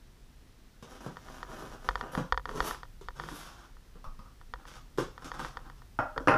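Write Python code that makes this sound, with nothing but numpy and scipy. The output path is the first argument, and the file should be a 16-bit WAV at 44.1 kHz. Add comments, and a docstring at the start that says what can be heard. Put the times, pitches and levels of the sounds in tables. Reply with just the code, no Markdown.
"""Cutting open a cardboard box

A small knife slits the packing tape of a box on a wooden table, in a small panelled room: rough friction noise.
The box is shoved round and cut again; then the knife is knocked and laid down with a clatter.
Knocks are short rough contacts that sound the box or the table, heard with the echoes of the room.
The table creaks in dry ticks as the arms shift their weight; they reach the microphone on it through its mount.
A low tremble of the table and a quiet room tone lie underneath."""
import sys
import numpy as np
from scipy import signal
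from scipy.fft import rfft, irfft, next_fast_len
from scipy.io import wavfile
from scipy.ndimage import uniform_filter1d, map_coordinates

SR = 44100
rng = np.random.default_rng(int(sys.argv[2]) if len(sys.argv) > 2 else 0)


def generate_wav(signal):
    """Clip the signal to [-1, 1] and save it as 16-bit WAV at the path in sys.argv[1]."""
    frames = np.transpose(np.atleast_2d(signal))
    scaled = np.clip(frames, -1, 1) * 32767
    pcm = np.round(scaled).astype(np.int16)
    wavfile.write(sys.argv[1], SR, pcm)


N = 281165  # samples in the scene

# All event levels below are relative: the functions add their own gains.
# Pulls of the blade through the tape and quiet brushes of the hand on the box:
# start t/s, length t/s, force level/dB, hiss over the force level/dB
PULLS_AND_BRUSHES = [(0.833, 0.056, -58.5, -11), (0.882, 0.094, -52.5, 0), (0.997, 0.062, -47.5, -3.5),
                     (1.103, 0.29, -61, 3), (1.245, .2, -52.5, -2), (1.45, 0.1, -48, -5),
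                     (1.541, 0.13, -48.5, -3), (1.66, 0.041, -56, 2.5), (1.703, 0.05, -46.5, -5),
                     (1.78, 0.21, -56, -1), (1.97, 0.035, -52.5, -1), (2.015, 0.068, -38.5, -15),
                     (2.109, 0.058, -41.5, -6.5), (4.552, 0.11, -60.5, -14), (4.661, 0.085, -55, 1),
                     (4.726, 0.05, -54, -1.5), (5.15, 0.066, -54, -16), (5.203, 0.077, -48.5, -10),
                     (5.325, 0.088, -43.5, -9.5), (5.419, 0.064, -44.5, -4.5), (5.5, 0.19, -59.5, -13),
                     (5.755, 0.033, -61, -1)]
# The box sliding on the table: start t/s, fastest t/s, stop t/s, rasp level/dB, flex level/dB, hiss level/dB,
# slips per second, panel f/Hz
BOX_SLIDES = [(2.452, 2.675, 2.714, -40.5, -40.5, -45, 1100, 404),
              (3.13, 3.37, 3.653, -48, -49.5, -49, 2800, 363)]
# Blade and hand striking the box: t/s, thump level/dB, tape snap over the thump level/dB, struck panel f/Hz
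BOX_STRIKES = [(.826, -49.5, -8, 400), (1.063, -40.5, -19.5, 185), (1.623, -47.5, -29, 220),
               (2.176, -31, -20.5, 210), (3.012, -53, -10, 377), (3.315, -47, -16, 323),
               (3.956, -56.5, -26, 165), (4.976, -47.5, -4.5, 424), (4.984, -30, -17.5, 405),
               (4.991, -37, -13.5, 156), (5.245, -51, -1, 295), (6.205, -46, -21, 263)]
# The knife meeting the table: t/s, thud level/dB, wood level/dB, steel click level/dB
KNIFE_LANDINGS = [(5.989, -30.5, -25, -45), (6.162, -37.5, -41, -70), (6.2737, -20, -20.5, -54),
                  (6.2827, -32, -25, -27.5), (6.307, -31.5, -24, -49), (6.321, -39, -26.5, -58),
                  (6.339, -27.5, -27.5, -42)]
# Light taps as the knife hand settles: t/s, level/dB
HAND_TAPS = [(4.043, -45), (4.192, -49), (4.259, -55.5)]
# Distinct slips of the table joint: t/s, level/dB
DISTINCT_CREAKS = [(1.169, -33), (1.2856, -39), (1.4295, -28), (1.5158, -39), (1.8885, -14.5),
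                   (1.9555, -20.5), (2.0107, -24), (2.151, -23), (2.3234, -13), (2.3755, -19.5),
                   (2.4554, -25.5), (2.4917, -27.5), (2.604, -15.5), (2.7097, -24), (2.746, -33),
                   (2.8318, -32), (3.0853, -27.5), (3.198, -25.5), (3.2371, -33), (3.2872, -29.5),
                   (3.768, -48), (4.413, -43.5), (4.5373, -27), (4.6532, -40.5), (5.1785, -35),
                   (5.3166, -27), (5.4477, -28.5), (5.5707, -27.5), (5.699, -38), (5.819, -44.5),
                   (6.1779, -20.5)]
# The table rocking on its legs: t/s, level/dB, f/Hz
TABLE_SWAYS = [(4.071, -32, 23.7)]
# Weight of the arms on the table: t/s, level/dB
ARM_WEIGHT = [(0, -7.5), (.9, -11.5), (1.3, -0.5), (2.6, 0), (3.801, -6), (6.3, 0.5)]

# Low boom of the box panels: f/Hz, level/dB per Hz
PANEL_SPECTRUM = [(60, -23.5), (110, -10), (138, -2), (165, 0.5), (215, -7.5), (275, -3.5), (340, -4),
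                  (400, -5.5), (500, -5), (580, -13), (700, -25), (1100, -53)]
# Rasp of the cardboard: f/Hz, level/dB per Hz
BOARD_SPECTRUM = [(350, -31.5), (600, -7), (800, -4), (1000, 0), (1270, -0.5), (1550, -4), (1800, -13),
                  (2100, -26), (3000, -21.5), (6000, -69.5)]
# Hiss and snap of the tape: f/Hz, level/dB per Hz
TAPE_SPECTRUM = [(1200, -17), (2000, 5), (2600, 4), (3400, 7.5), (4200, 0.5), (5000, 2.8), (5800, 4),
                 (7000, -1), (9000, -6.5), (11000, -6), (13000, -13), (15500, -17)]
# Thin top of a fast stroke: f/Hz, level/dB per Hz
ZIP_SPECTRUM = [(5000, -22), (8500, -11), (11000, -1.5), (15500, -17.5)]
# Low thud of the table: f/Hz, level/dB per Hz
THUD_SPECTRUM = [(60, -21), (105, -8.5), (138, 2), (190, -13), (255, 2), (370, -2.5), (480, -2),
                 (620, -10.5), (750, -24), (1200, -61)]
# Knock of the table's wood: f/Hz, level/dB per Hz
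WOOD_SPECTRUM = [(350, -20), (600, -7), (750, -4.5), (930, 1.5), (1100, -6), (1380, 7.5), (1600, -6),
                 (1850, -9.5), (2200, -30), (2750, -27), (3800, -37), (5500, -33.5), (8000, -50),
                 (15000, -68)]
# Click of the knife's steel: f/Hz, level/dB per Hz
STEEL_SPECTRUM = [(1000, -38), (1900, 11.5), (2600, 7.5), (3300, -5), (4200, -19), (5400, -21),
                  (7000, -19.2), (9000, -25.2), (10700, -15), (12500, -37), (15500, -36.5)]
# Soft hollow tap: f/Hz, level/dB per Hz
TAP_SPECTRUM = [(90, 0.5), (250, 0.5), (420, -29), (530, 0), (730, -14.5), (950, -3), (1180, 3.5),
                (1450, -2.5), (1800, -22), (4000, -29), (5200, -23), (7000, -37)]
# Ringing of the table top: f/Hz, level/dB, time to fall 60 dB t/s
TABLE_RINGING = [(137.5, -15, 0.33), (259, 1.5, .22), (320, 0, 0.097), (472, -11, 0.14), (617, 3.5, 0.46),
                 (685.4, -4, 0.27), (800, 2, 0.44), (918, -26, 0.29), (1050, 5, 0.3), (1263, -6, 0.21),
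                 (1346, -21, 0.39), (1385, -9.5, 0.21), (1634, -16, 0.22), (1590, -9.5, 0.39),
                 (1750, -20, .24), (2032, -28, 0.7), (2540, -24, .3)]
# Resonances of the microphone mount: f/Hz, width f/Hz, level/dB
MOUNT_RESONANCES = [(477, 64, -5), (523, 18.3, -1), (750, 91, -5.5), (967, 53, 4), (1182, 180, 1.5),
                    (1460, 180, -1), (1706, 52, -5.5), (1822, 104, -1.5), (2460, 140, -24.5),
                    (2869, 320, -26), (3270, 113, -13), (3600, 78, -14), (4310, 84, -18), (4680, 116, -17),
                    (5270, 150, -21), (6510, 150, -27)]
# Trembling of the table: f/Hz, level/dB per Hz
TREMBLE_SPECTRUM = [(10, -20.5), (26, 9), (48, -4.5), (80, -11.5), (130, -8.5), (300, -46.5)]
# Background of the room: f/Hz, level/dB per Hz
ROOM_TONE_SPECTRUM = [(12, -39), (20, -2.5), (59, -5), (76, -16.5), (219, -20.5), (259, -15), (289, -26),
                      (315, -21.5), (581, -30), (1920, -32.5), (2210, -35.5), (3170, -35.5), (5850, -37.5),
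                      (6910, -41.5), (15500, -47.5)]
# Fading of the room's echoes: f/Hz, time to fall 60 dB t/s
ROOM_DECAY = [(100, 0.3), (260, 0.19), (700, 0.3), (1800, 0.3), (5000, 0.34), (14000, 0.19)]
GRID = np.fft.rfftfreq(8192, 1 / SR)  # f/Hz at which the bodies are described

CUT_ATTACK_S, CUT_RELEASE_S = 0.014, 0.0076  # the blade bites; its drag dies away
HAND_WAVER_DB, HAND_WAVER_PER_S = 1.7, 20  # unsteady pressure of the hand
TURNED_S = 4  # from here on the blade works on the second seam
SLIDE_ATTACK_S, SLIDE_RELEASE_S = 0.033, 0.015  # the box breaks free; it comes to rest
SWELL_S = 0.13  # time constant with which the box gathers speed and loses it
PUSH_LEAD_S = 0.091  # the push that flexes the panels comes before the speed
FLEX_POWER, RASP_POWER = 0.82, 0.56  # flex grows as this power of the push, rasp of the speed
BOARD_UNDER_THUMP_DB = -7
FAINT_CREAK_DB, FAINT_CREAK_SPREAD_DB = -48, 3  # relative level; spread to either side
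FAINT_FIRST_S, FAINT_LAST_S = 1.1, 3.6  # during the first cut and the turning of the box
TOP_HZ = 15480  # band limit


def cutting():
    """The knife slits one seam, and another after the box is turned, with quiet brushes of the hand."""
    first_pulls = [row for row in PULLS_AND_BRUSHES if row[0] < TURNED_S]
    second_pulls = [row for row in PULLS_AND_BRUSHES if row[0] > TURNED_S]
    # each seam drives a different panel
    first = stroke(pulls(first_pulls), rate=400, spread_db=-0.5, surge_db=1.5, panel_hz=213, lift_db=2.0,
                   panel_db=-3.0, board_db=-0.9, hiss_db=-6.05, zip_db=-3)
    second = stroke(pulls(second_pulls), rate=500, spread_db=3.0, surge_db=3.5, panel_hz=141, lift_db=4.5,
                    panel_db=-4.0, board_db=0.0, hiss_db=-1.3, zip_db=-20)
    return first + second


def pulls(rows):
    """Flex, rasp and hiss of each pull or brush: it bites, holds under a wavering hand and lets go."""
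    force, hiss = np.zeros(N), np.zeros(N)
    for start, length, force_db, hiss_db in rows:
        envelope = held(start, start + length, CUT_ATTACK_S, CUT_RELEASE_S)
        force = np.maximum(force, amp(force_db) * envelope)
        hiss = np.maximum(hiss, amp(force_db + hiss_db) * envelope)
    hand = amp(HAND_WAVER_DB * wobble(HAND_WAVER_PER_S))
    return force * hand, force * hand, hiss * hand


def sliding():
    """The box is pushed round in two shoves; each gathers speed and slows again, hissing most when fastest."""
    t, track = np.arange(N) / SR, np.zeros(N)
    for start, fastest, stop, rasp_db, flex_db, hiss_db, rate, panel_hz in BOX_SLIDES:
        speed = np.exp(-np.abs(t - fastest) / SWELL_S)
        push = np.exp(-np.abs(t + PUSH_LEAD_S - fastest) / SWELL_S)
        moving = held(start, stop, SLIDE_ATTACK_S, SLIDE_RELEASE_S)
        drive = moving * np.array([push ** FLEX_POWER, speed ** RASP_POWER, speed])
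        track += stroke(drive, rate, spread_db=2.5, surge_db=2.6, panel_hz=panel_hz, lift_db=6.5,
                        panel_db=flex_db, board_db=rasp_db, hiss_db=hiss_db, zip_db=-2.8)
    return track


def stroke(drive, rate, spread_db, surge_db, panel_hz, lift_db, panel_db, board_db, hiss_db, zip_db):
    """Friction flexes the box panels, rasps the board and hisses on the surface; drive holds the three gains."""
    flex, rasp, hiss = drive
    surges = unit(amp(surge_db * wobble(45)))  # fibres resist, then give way in bunches
    catches = slips(rate, spread_db) * surges

    def play(force, body):
        return signal.oaconvolve(force, radiated(body, direct_db=-1.5))[:N]

    boom = amp(panel_db) * play(flex * catches, panel(panel_hz, lift_db))
    rasping = amp(board_db) * play(rasp * catches, impulse(BOARD_SPECTRUM))
    fine = unit(catches + 0.83 * surges * rng.standard_normal(N))
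    hissing = amp(hiss_db) * play(hiss * fine, impulse(TAPE_SPECTRUM))
    # the strongest part of the hiss adds a thin zip on top
    zip_force = hiss * (hiss / hiss.max()) ** 1.6 * surges * slips(rate * 2, spread_db)
    zipping = amp(hiss_db + zip_db) * play(zip_force, impulse(ZIP_SPECTRUM))
    return boom + rasping + hissing + zipping


def slips(rate, spread_db):
    """Stick-slip: tiny impulses of uneven size at random moments, at a steady mean power."""
    happens = rng.random(N) < rate / SR
    train = happens * rng.standard_normal(N) * amp(spread_db * rng.standard_normal(N))
    local_power = np.abs(uniform_filter1d(train ** 2, size=1500))
    return train / np.sqrt(local_power + 1e-6)


def box_knocks(gain_db):
    """The blade punches through tape or drops off an edge: panel, board and tape all sound."""
    track = np.zeros(N)
    for s, thump_db, snap_db, panel_hz in BOX_STRIKES:
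        thump = blow(panel(panel_hz, lift_db=10.5), contact_s=0.0039, crisp=1.0, direct_db=-2.5)
        board = blow(impulse(BOARD_SPECTRUM), contact_s=0.01154, crisp=1.7, direct_db=-2.5)
        snap = blow(impulse(TAPE_SPECTRUM), contact_s=0.02, crisp=0.54, direct_db=-3)
        add(track, s, amp(thump_db) * thump)
        add(track, s, amp(thump_db + BOARD_UNDER_THUMP_DB) * board)
        add(track, s, amp(thump_db + snap_db) * snap)
    return amp(gain_db) * track


def table_knocks(gain_db, ring_db):
    """The knife thuds on the table top, which rings on in fading tones; its steel clicks."""
    track = np.zeros(N)
    for s, thud_db, wood_db, steel_db in KNIFE_LANDINGS:
        thud = blow(impulse(THUD_SPECTRUM), contact_s=0.0025, crisp=0.8, direct_db=-8.5)
        wood = blow(impulse(WOOD_SPECTRUM), contact_s=0.00157, crisp=0.38, direct_db=-5.5)
        steel = blow(impulse(STEEL_SPECTRUM), contact_s=0.005, crisp=0.21, direct_db=2.0)
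        add(track, s, amp(thud_db) * thud)
        add(track, s, amp(wood_db) * wood)
        add(track, s, amp(steel_db) * steel)
        add(track, s, amp(wood_db + ring_db) * table_ring())
    return amp(gain_db) * track


def table_ring():
    """The table top's resonances, each dying at its own pace, a little different at every blow; energy 1."""
    t = np.arange(SR // 2) / SR
    ring = np.zeros(len(t))
    for hz, db, t60 in TABLE_RINGING:
        fade = amp(db + rng.normal(0, 2.3) - 60 * t / t60)
        ring += fade * np.sin(2 * np.pi * (hz * t + rng.random()))
    ring *= 1 - np.exp(-t / 0.0024)  # soft start
    return ring / np.linalg.norm(ring)


def taps(gain_db):
    """Soft hollow taps between the cuts: a short contact sounds a hollow body."""
    track = np.zeros(N)
    for s, db in HAND_TAPS:
        tap = blow(impulse(TAP_SPECTRUM), contact_s=0.0068, crisp=1.0, direct_db=-3)
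        add(track, s, amp(db + gain_db) * tap)
    return track


def table_creaks(tick_db, rebound_db, rebound_s, shake_db):
    """Every slip rings the mount alike, without room; the mount then shakes and rebounds once."""
    tick = resonator(MOUNT_RESONANCES)
    tick /= np.abs(tick).max()
    dull = filtered(tick, lambda hz: 1 / (1 + 1j * hz / 1800))  # less treble
    track = np.zeros(N)
    for s, db in DISTINCT_CREAKS + faint_creaks(count=8):
        add(track, s + 0.00056, amp(db + tick_db) * tick)
        add(track, s + rebound_s, amp(db + rebound_db) * dull)
        add(track, s + 0.0011, amp(db + shake_db) * sway(hz=44.2, t60=0.19))
    for s, db, hz in TABLE_SWAYS:
        add(track, s, amp(db) * sway(hz, t60=0.53))
    return track


def faint_creaks(count):
    """Times (s) and levels (dB) of small slips at random moments during the first cut and the turning."""
    creaks = []
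    for when, size in rng.random((count, 2)):
        s = FAINT_FIRST_S + (FAINT_LAST_S - FAINT_FIRST_S) * when
        db = FAINT_CREAK_DB + FAINT_CREAK_SPREAD_DB * (2 * size - 1)
        creaks.append((s, db))
    return creaks


def sway(hz, t60):
    """A slow dying oscillation; t60 is the time in seconds to fall 60 dB."""
    t = np.arange(SR // 2) / SR
    return -np.sin(2 * np.pi * hz * t) * amp(-60 * t / t60)


def handling_rumble(db):
    """The table trembles while the arms work on it: low noise that follows their weight."""
    effort_db = np.interp(np.arange(N) / SR, *np.transpose(ARM_WEIGHT))
    tremble = filtered(rng.standard_normal(N), lambda hz: amp(along(TREMBLE_SPECTRUM, hz)))
    return amp(db + effort_db) * unit(tremble)


def room_tone(db):
    """Low building rumble under an even hiss: steady filtered noise."""
    tone = filtered(rng.standard_normal(N), lambda hz: amp(along(ROOM_TONE_SPECTRUM, hz)))
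    return amp(db) * unit(tone)


def blow(body, contact_s, crisp, direct_db):
    """A first strike and a short rough contact sound a body in the room; energy 1."""
    t = np.arange(SR // 20) / SR
    contact = rng.standard_normal(len(t)) * np.exp(-t / contact_s)
    contact[0] += crisp * np.linalg.norm(contact)
    sound = signal.fftconvolve(contact, radiated(body, direct_db))
    return sound / np.linalg.norm(sound)


def radiated(body, direct_db):
    """A body's response as it crosses the room: direct sound, then dense wall echoes; energy 1."""
    hz, t, noise = signal.stft(rng.standard_normal(SR // 2), SR, nperseg=256)
    fade = amp(-60 * t / along(ROOM_DECAY, hz)[:, None])  # each pitch dies at its own pace
    path = signal.istft(noise * fade, SR, nperseg=256)[1]
    path /= np.linalg.norm(path)
    path[0] += amp(direct_db)
    response = signal.fftconvolve(path, body)
    return response / np.linalg.norm(response)


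def panel(hz, lift_db, width=0.22):
    """The low boom of the box, lifted around the pitch of the panel that is driven."""
    lift = lift_db / (1 + ((GRID - hz) / (width * hz)) ** 2)
    return causal(amp(along(PANEL_SPECTRUM, GRID) + lift))


def impulse(spectrum):
    """Response of a body with the given spectrum (f/Hz, level/dB)."""
    return causal(amp(along(spectrum, GRID)))


def resonator(modes):
    """Response of a body with the given resonances (f/Hz, width f/Hz, level/dB)."""
    total = 0
    for k, (hz, width, db) in enumerate(modes):
        peak = 1j * GRID * width / (hz * hz - GRID ** 2 + 1j * GRID * width)
        total = total + (-1) ** k * amp(db) * peak  # neighbours have opposite signs
    return causal(total)


def causal(gain):
    """The most compact causal response with these gains on the frequency grid; energy 1."""
    cepstrum = irfft(np.log(np.abs(gain) + 1e-6))
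    half = len(cepstrum) // 2
    # folding the cepstrum forward in time gives minimum phase
    cepstrum[1:half] *= 2
    cepstrum[half + 1:] = 0
    response = irfft(np.exp(rfft(cepstrum)))
    return response / np.linalg.norm(response)


def held(start, stop, attack_s, release_s):
    """An envelope that rises at start, holds until stop and dies away."""
    t = np.arange(N) / SR
    rise = np.clip((t - start) / attack_s, 0, 1)
    return rise * np.exp(-np.maximum(t - stop, 0) / release_s)


def wobble(rate):
    """A smooth random curve through rate random points a second."""
    knots = rng.standard_normal(int(N * rate / SR) + 4)
    return map_coordinates(knots, [np.arange(N) * rate / SR])


def filtered(x, response):
    """Shape the spectrum of x by a response that depends on frequency."""
    m = next_fast_len(len(x) + SR // 4)
    return irfft(rfft(x, m) * response(np.fft.rfftfreq(m, 1 / SR)), m)[:len(x)]


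def along(points, hz):
    """Read (f/Hz, value) points on a log frequency axis."""
    f, v = np.transpose(points)
    return np.interp(np.log(hz + 1), np.log(f + 1), v)


def add(track, s, sound):
    """Mix a sound into the track at time s, in seconds."""
    part = track[round(s * SR):][:len(sound)]
    part += sound[:len(part)]


def amp(db):
    """Decibels to gain."""
    return 10 ** (np.asarray(db) / 20)


def unit(x):
    """Scale to rms 1."""
    return x / np.sqrt(np.mean(x ** 2) + 1e-20)


def scene():
    """Cuts, slides, knocks and creaks over the quiet room."""
    knocks = box_knocks(gain_db=33) + table_knocks(gain_db=29.0, ring_db=-7.5) + taps(gain_db=30.5)
    creaks = table_creaks(tick_db=3.5, rebound_db=-11.0, rebound_s=0.021, shake_db=-14.0)
    background = handling_rumble(db=-50.0) + room_tone(db=-56.5)
    return (cutting() + sliding() + knocks + creaks + background)[None]  # one channel


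def record(dry):
    """Nothing is kept above the band limit."""
    return np.array([filtered(channel, lambda hz: hz < TOP_HZ) for channel in dry])


dry = scene()
out = record(dry)
generate_wav(out)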